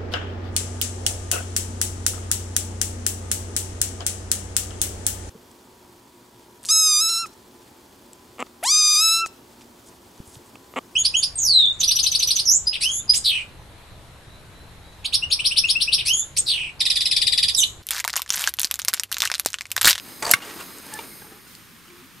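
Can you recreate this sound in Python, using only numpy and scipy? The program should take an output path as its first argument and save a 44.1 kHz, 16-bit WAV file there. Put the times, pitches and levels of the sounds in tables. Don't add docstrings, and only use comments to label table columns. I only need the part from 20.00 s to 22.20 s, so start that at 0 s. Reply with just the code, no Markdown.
import sys
import numpy as np
from scipy import signal
from scipy.fft import rfft, irfft, next_fast_len
from scipy.io import wavfile
from scipy.ndimage import uniform_filter1d, map_coordinates

SR = 44100
rng = np.random.default_rng(int(sys.argv[2]) if len(sys.argv) > 2 else 0)


def output_pcm(signal):
    pcm = np.clip(np.atleast_2d(signal).T, -1, 1) * 32767
    wavfile.write(sys.argv[1], SR, np.round(pcm).astype(np.int16))


def gain_from_decibels(decibels):
    exponent = np.asarray(decibels, float) / 20
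    return 10 ** exponent


N = 97020

# f/Hz, likeness (1 = the same)
LIKENESS = [(60, 0.43), (400, 0.77), (2500, 0.62), (5000, 0.86), (7200, 1), (9500, 0.9), (12500, 0.93),
            (16000, 0.63)]
# t/s, level/dB, brightness/dB, crack t60/s
STOP_HITS = [
    (.3363, -0.5, 3.5, 0.012),
    (.3402, -18.5, 10.5, 0.04),
]
# f/Hz, level/dB per Hz
THIN_CRACK = [(350, -54), (600, -11.5), (3830, -7.5), (5260, 3), (6460, -2), (9760, 5), (16000, -11)]
HEAVY_CRACK = [(350, -63), (600, -31), (1470, -1.5), (1800, -7), (2180, -9.5), (6460, -18.5), (8740, -15),
               (16000, -26.5)]


def unit(x):
    return x / np.sqrt(np.mean(x ** 2) + 1e-20)


def along(points, hz):
    f, v = np.transpose(points)
    return np.interp(np.log(hz + 1), np.log(f + 1), v)


def curve(rows):
    return np.interp(np.arange(N) / SR, *np.transpose(rows))


def wobble(rate):
    knots = rng.standard_normal(int(N * rate / SR) + 4)
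    return map_coordinates(knots, [np.arange(N) * rate / SR])


def filtered(x, response):
    m = next_fast_len(N + SR // 2)
    return irfft(rfft(x, m) * response(np.fft.rfftfreq(m, 1 / SR)), m)[..., :N]


def piped(tone, pipes):
    def gain(f):
        humps = sum(gain_from_decibels(2 * db) * np.exp(-((f - c) / w * 2) ** 2) for c, w, db in pipes)
        return gain_from_decibels(along(tone, f)) * np.sqrt(1 + humps)
    return gain


def rush(gain, likeness):
    # f/Hz, level/dB
    left_over_right = [(60, 4), (950, -1), (15000, -0.5)]

    def spread(hz):
        turn = np.arccos(np.clip(along(likeness, hz), -1, 1)) / 2
        return gain(hz) * (hz < 15750) * [np.cos(turn), np.sin(turn)]

    def lean(hz):
        return gain_from_decibels(np.outer([.5, -.5], along(left_over_right, hz)))

    mid, side = filtered(rng.standard_normal((2, N)), spread)
    return unit(filtered(np.array([mid + side, mid - side]), lean))


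def struck(rows, modes, colour, crack_db, rough, rise_s, air_hz=10500, scatter_db=0):
    out = np.zeros(N + SR)
    t = np.arange(SR // 5) / SR
    f = np.fft.rfftfreq(len(t), 1 / SR)
    air_dies = .5
    for s, db, bright_db, crack_t60 in rows:
        noise = rng.standard_normal((len(modes), len(t)))
        shiver = 1 + rough * uniform_filter1d(noise, size=40, axis=1) * np.sqrt(40)
        ring = 0
        for k, (hz, level, t60) in enumerate(modes):
            mode_db = level + scatter_db * rng.standard_normal() + bright_db * (hz > 2500)
            wave = np.sin(2 * np.pi * hz * t + rng.random() * rough)
            ring = ring + shiver[k] * gain_from_decibels(mode_db - 60 * t / t60) * wave
        grit = rfft(rng.standard_normal(len(t))) * gain_from_decibels(along(colour, f) + bright_db * (f > 2500))
        low, top = irfft(grit * [f < air_hz, f >= air_hz], len(t))
        quicker = gain_from_decibels(-60 * t / crack_t60 * (1 / air_dies - 1.5))
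        crack = (low + top / np.sqrt(air_dies) * quicker) / np.std(low + top)
        hit = ring + gain_from_decibels(crack_db - 60 * t / crack_t60) * crack
        out[round(s * SR):][:len(t)] += gain_from_decibels(db) * (1 - np.exp(-t / rise_s)) * hit
    low_cut = signal.butter(2, 74, "high", fs=SR)
    return signal.lfilter(*low_cut, out[:N])


def tones(rows, edge_s, rate):
    t = np.arange(N) / SR
    out = 0
    waver_hz, flutter_db = 22, 2.2
    for s, length, first_hz, last_hz, db in rows:
        shape = np.sin(np.clip(np.minimum(t - s, s + length - t) / edge_s, 0, 1) * np.pi / 2) ** 2
        glide = np.interp(t, [s, s + length], [first_hz, last_hz])
        hz = glide + waver_hz * first_hz / 1000 * wobble(2 * rate)
        wave = np.sin(2 * np.pi * np.cumsum(hz) / SR)
        out = out + np.sqrt(2) * shape * gain_from_decibels(db + flutter_db * wobble(rate)) * wave
    return out


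def burner_jet():
    # t/s, level/dB
    jet_level = [(0, -44.5), (.3, -40.5), (.335, -41.5), (.352, -45), (.4, -50), (.45, -43), (.6, -42),
                 (.85, -45), (.95, -42.5), (1.15, -43), (1.3, -48), (1.44, -52.5), (1.58, -53.5),
                 (1.7, -56.5), (2.2, -58)]
    # f/Hz, level/dB per Hz
    jet_tone = [(30, -18), (60, -8), (300, 1), (700, -15.5), (2200, -11), (3200, -30.5), (11000, -13),
                (16000, -28)]
    # f/Hz, width/Hz, level over hiss/dB
    shaded_pipes = [(4000, 830, 18.5), (4970, 470, 18.5), (6420, 370, 13.5), (8610, 880, 7.5),
                    (11160, 740, 5), (11930, 360, 13), (12700, 430, 11.5), (14900, 1200, 14)]
    open_pipes = [(4000, 940, 15.5), (4930, 660, 16.5), (6410, 340, 11), (8910, 700, 11.5), (11180, 680, 5),
                  (12080, 450, 14.5), (12900, 450, 9), (14800, 1200, 13.5)]
    # t/s, share of the open colour (0 to 1)
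    unshade = [(.88, 0), (1.02, 1)]
    share = curve(unshade)
    shaded = rush(piped(jet_tone, shaded_pipes), LIKENESS)
    opened = rush(piped(jet_tone, open_pipes), LIKENESS)
    hiss = np.sqrt(1 - share) * shaded + np.sqrt(share) * opened
    return gain_from_decibels(curve(jet_level) + .7 * wobble(10.6)) * hiss


def camp_air():
    # f/Hz, level/dB per Hz
    air_tone = [(30, -17), (60, -8.5), (190, -3), (380, -10.5), (650, -26), (1100, -10.5), (2500, -13),
                (16000, -31.5)]
    # f/Hz, width/Hz, level over air/dB
    far_pipes = [(6620, 130, -2.5), (9900, 190, 6), (13100, 980, 10.5)]
    return gain_from_decibels(-50 + .7 * wobble(15)) * rush(piped(air_tone, far_pipes), LIKENESS)


def wire_ticks():
    # t/s, level/dB, brightness/dB, crack t60/s
    tick_hits = [
        (.0867, -40, -3, 0.017),
        (.124, -52, -5, .012),
        (.605, -37, -3, 0.023),
        (.784, -37, 0, .015),
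        (.8655, -40, 2, .015),
        (.9375, -27, 3, .012),
        (.9392, -32, 5, .025),
    ]
    # f/Hz, level/dB, t60/s
    wire_modes = [(3140, -10, 0.012), (7510, -6, .012), (8400, -1, 0.016), (10400, -13, 0.011)]
    return struck(tick_hits, wire_modes, THIN_CRACK, crack_db=1.5, rough=.5, rise_s=.0004, air_hz=15000)


def plunger_judder():
    # t/s, level/dB, brightness/dB, rasp t60/s
    slip_hits = [(.2228, -22.5, -14, 0.026), (.2242, -19, -1, 0.044), (.2278, -24, -7.5, 0.12),
                 (.2445, -31, 0, 0.06), (.2478, -24.5, -5.5, 0.055), (.2512, -26.5, 10, 0.034),
                 (.2645, -21, -1, 0.066), (.2685, -25.5, -7, 0.054), (.2772, -26, 4, 0.046),
                 (.2805, -25.5, -1, 0.054), (.2855, -31, -5, 0.044), (.2915, -21.5, 1.5, 0.07),
                 (.3045, -20, 5, 0.028), (.3075, -35.5, 14, 0.021)]
    # f/Hz, level/dB, t60/s
    barrel_modes = [(499, -19, 0.051), (693, -3, 0.046), (875.7, -8.5, 0.1), (1860, -0.5, 0.015),
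                    (4590, -3.5, 0.018), (6150, -10.5, 0.022), (8250, -10, 0.018)]
    # f/Hz, level/dB per Hz
    rasp_tone = [(180, -54), (300, -15.5), (614, -2.5), (749, -31), (885, -4.5), (3580, -16.5), (8360, -12),
                 (16000, -36)]
    return struck(slip_hits, barrel_modes, rasp_tone, crack_db=-1.5, rough=.5, rise_s=.001,
                  air_hz=3000, scatter_db=4)


def taps():
    # t/s, peak level/dB, f/Hz, t60/s
    tap_hits = [(0.404, -36, 1450, 0.068), (.419, -29, 2100, 0.021), (0.423, -32, 2840, 0.046),
                (0.457, -34, 523, 0.019), (.56, -37, 322, 0.052), (0.606, -30.5, 1407, 0.054),
                (.609, -33, 2720, 0.04), (.704, -36.5, 1140, 0.033), (0.784, -35.5, 6900, 0.016),
                (.865, -40.5, 925, 0.055), (1.115, -44, 2150, 0.098), (1.218, -40, 1640, 0.052),
                (1.218, -34, 247, 0.023), (1.22, -43, 814, 0.043), (1.244, -42.5, 850, .06),
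                (1.266, -38, 313, 0.026), (1.268, -48, 1300, .04), (1.32, -39.5, 316, 0.032),
                (1.321, -47, 770, 0.056), (1.321, -46, 1290, .04), (1.321, -47, 1610, .04),
                (1.465, -43.5, 1450, 0.052), (1.5513, -29.5, 4540, 0.0081), (1.5508, -32, 5050, 0.0079),
                (0.272, -41, 88, 0.12), (1.76, -44, 1690, 0.024), (1.782, -51, 1420, 0.025),
                (1.8534, -41, 1310, .02), (1.8813, -40, 1480, 0.023), (1.8813, -41, 3020, .015),
                (1.9018, -40, 2360, .02), (1.938, -45, 1200, .015), (1.958, -48, 1110, .02),
                (1.964, -47, 1520, 0.045)]
    out = np.zeros(N + SR)
    t = np.arange(SR // 8) / SR
    thump = (STOP_HITS[0][0], -26, 115, .05)
    for s, db, hz, t60 in tap_hits + [thump]:
        band = signal.butter(2, [hz * 0.46, min(hz * 2.2, .45 * SR)], "band", fs=SR)
        puff = signal.lfilter(*band, rng.standard_normal(len(t)))
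        body = np.sin(2 * np.pi * hz * t) + gain_from_decibels(-7) * unit(puff)
        out[round(s * SR):][:len(t)] += gain_from_decibels(db - 60 * t / t60) * (1 - np.exp(-t / 0.00053)) * body
    return out[:N]


def catch_snap():
    # t/s, level/dB, brightness/dB, crack t60/s
    catch_hits = [
        (.3122, -10, 0.5, 0.023),
        (.3133, -7, 1.5, 0.025),
        (.3176, -20, -2, 0.058),
    ]
    # f/Hz, level/dB, t60/s
    catch_modes = [(1760, -24, 0.17), (3036, -10.5, 0.026), (4900, -9, 0.017), (6030, -22, 0.024),
                   (7180, -3.5, 0.01), (8850, -26, 0.022), (9600, -9, 0.019), (10700, -22, .02),
                   (12050, 7.5, 0.0081)]
    return struck(catch_hits, catch_modes, THIN_CRACK, crack_db=2, rough=0.39, rise_s=0.00023)


def fingers():
    # t/s, level/dB
    rustle_level = [(.33, -50.5), (.36, -36), (.4, -44.5), (.43, -37), (.5, -38.5), (.55, -43.5),
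                    (.62, -39.5), (.7, -49), (.85, -47.5), (.88, -44), (1, -42), (1.1, -54), (1.2, -56),
                    (1.32, -55), (1.4, -64), (2.2, -60.5)]
    # f/Hz, level/dB per Hz
    skin_tone = [(100, -27), (300, -1), (1400, -1.5), (2800, -6), (5000, -11.5), (9000, -13.5),
                 (16000, -48)]
    grains_per_s, spread_db, grain_t60 = 1500, 1.5, .02
    hits = (rng.random(N) < grains_per_s / SR) * gain_from_decibels(spread_db * rng.exponential(size=N))
    t = np.arange(SR // 20) / SR
    swell = signal.fftconvolve(hits ** 2, gain_from_decibels(-120 * t / grain_t60))[:N]
    grains = np.sqrt(abs(swell)) * gain_from_decibels(1.9 * wobble(41.4)) * rng.standard_normal(N)
    return gain_from_decibels(curve(rustle_level)) * unit(filtered(grains, lambda f: gain_from_decibels(along(skin_tone, f))))


def stop_snap():
    # f/Hz, level/dB, t60/s
    stop_modes = [(1135, -24.5, 0.12), (1450, 7, 0.013), (2150, 1.5, 0.024), (2740, -16.5, 0.04),
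                  (3988, -15, 0.041), (5660, -15.5, 0.018), (8800, -19.5, 0.033), (10310, -34, 0.11),
                  (12700, -34, 0.088)]
    return struck(STOP_HITS, stop_modes, HEAVY_CRACK, crack_db=1.5, rough=0.11, rise_s=0.00074)


def knob_squeak():
    # start t/s, length/s, first f/Hz, last f/Hz, level/dB
    squeak_tones = [
        (.918, .07, 1770, 1735, -41),
        (.918, 0.05, 886, 866, -44),
        (.92, .035, 4430, 4350, -54),
        (.92, .03, 2660, 2620, -52),
    ]
    hum_tones = [
        (1.275, .1, 440, 430, -58),
        (1.295, .1, 820, 815, -62),
    ]
    return tones(squeak_tones, edge_s=0.0074, rate=100) + tones(hum_tones, edge_s=0.0051, rate=30)


def knob_lock():
    # t/s, level/dB, brightness/dB, crack t60/s
    lock_hits = [
        (.9888, -26.5, 5, 0.038),
    ]
    # f/Hz, level/dB, t60/s
    knob_modes = [(463, -10, 0.065), (908, 1, 0.039), (2340, -1.5, 0.043), (2840, -11.5, 0.049),
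                  (3580, -7, 0.026)]
    return struck(lock_hits, knob_modes, HEAVY_CRACK, crack_db=-8.5, rough=0.39, rise_s=0.0008)


def cloth():
    # t/s, level/dB
    swish_level = [(1.44, -74), (1.48, -51), (1.55, -52), (1.6, -59)]
    swish = rush(lambda f: (f > 3000) * np.exp(-f / 16000), [(6000, 0.3), (9000, 0.57)])
    return gain_from_decibels(curve(swish_level)) * swish


def dove():
    # start t/s, length/s, first f/Hz, last f/Hz, level/dB
    coos = [
        (1.7, .08, 255, 215, -56),
        (1.86, .18, 350, 354, -55),
        (2.015, .065, 255, 270, -54),
    ]
    return tones(coos, edge_s=0.026, rate=25) * gain_from_decibels([[1.5], [-1.5]])


def nearby(x):
    t = np.arange(SR // 6) / SR
    dull = signal.butter(1, 3080, fs=SR)
    tail = signal.lfilter(*dull, rng.standard_normal((2, len(t)))) * gain_from_decibels(-60 * t / 0.066)
    return signal.fftconvolve(x[None], tail / np.linalg.norm(tail[0]), axes=1)[:, :N]


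def scene():
    near = wire_ticks() + plunger_judder() + taps() + catch_snap() + fingers()
    near = near + stop_snap() + knob_squeak() + knob_lock()
    skew_s = 4e-6
    direct = filtered(near, lambda f: np.exp(1j * np.pi * skew_s * np.outer([1, -1], f)))
    return direct + gain_from_decibels(-16.5) * nearby(near) + burner_jet() + camp_air() + cloth() + dove()


def top_cut(x):
    return signal.sosfilt(signal.butter(12, 16440, fs=SR, output="sos"), x)


def record(dry):
    ceiling, hardness = 1.05, 12
    mix = dry / (1 + abs(dry / ceiling) ** hardness) ** (1 / hardness)
    return top_cut(mix)


dry = scene()
out = record(dry)
output_pcm(out)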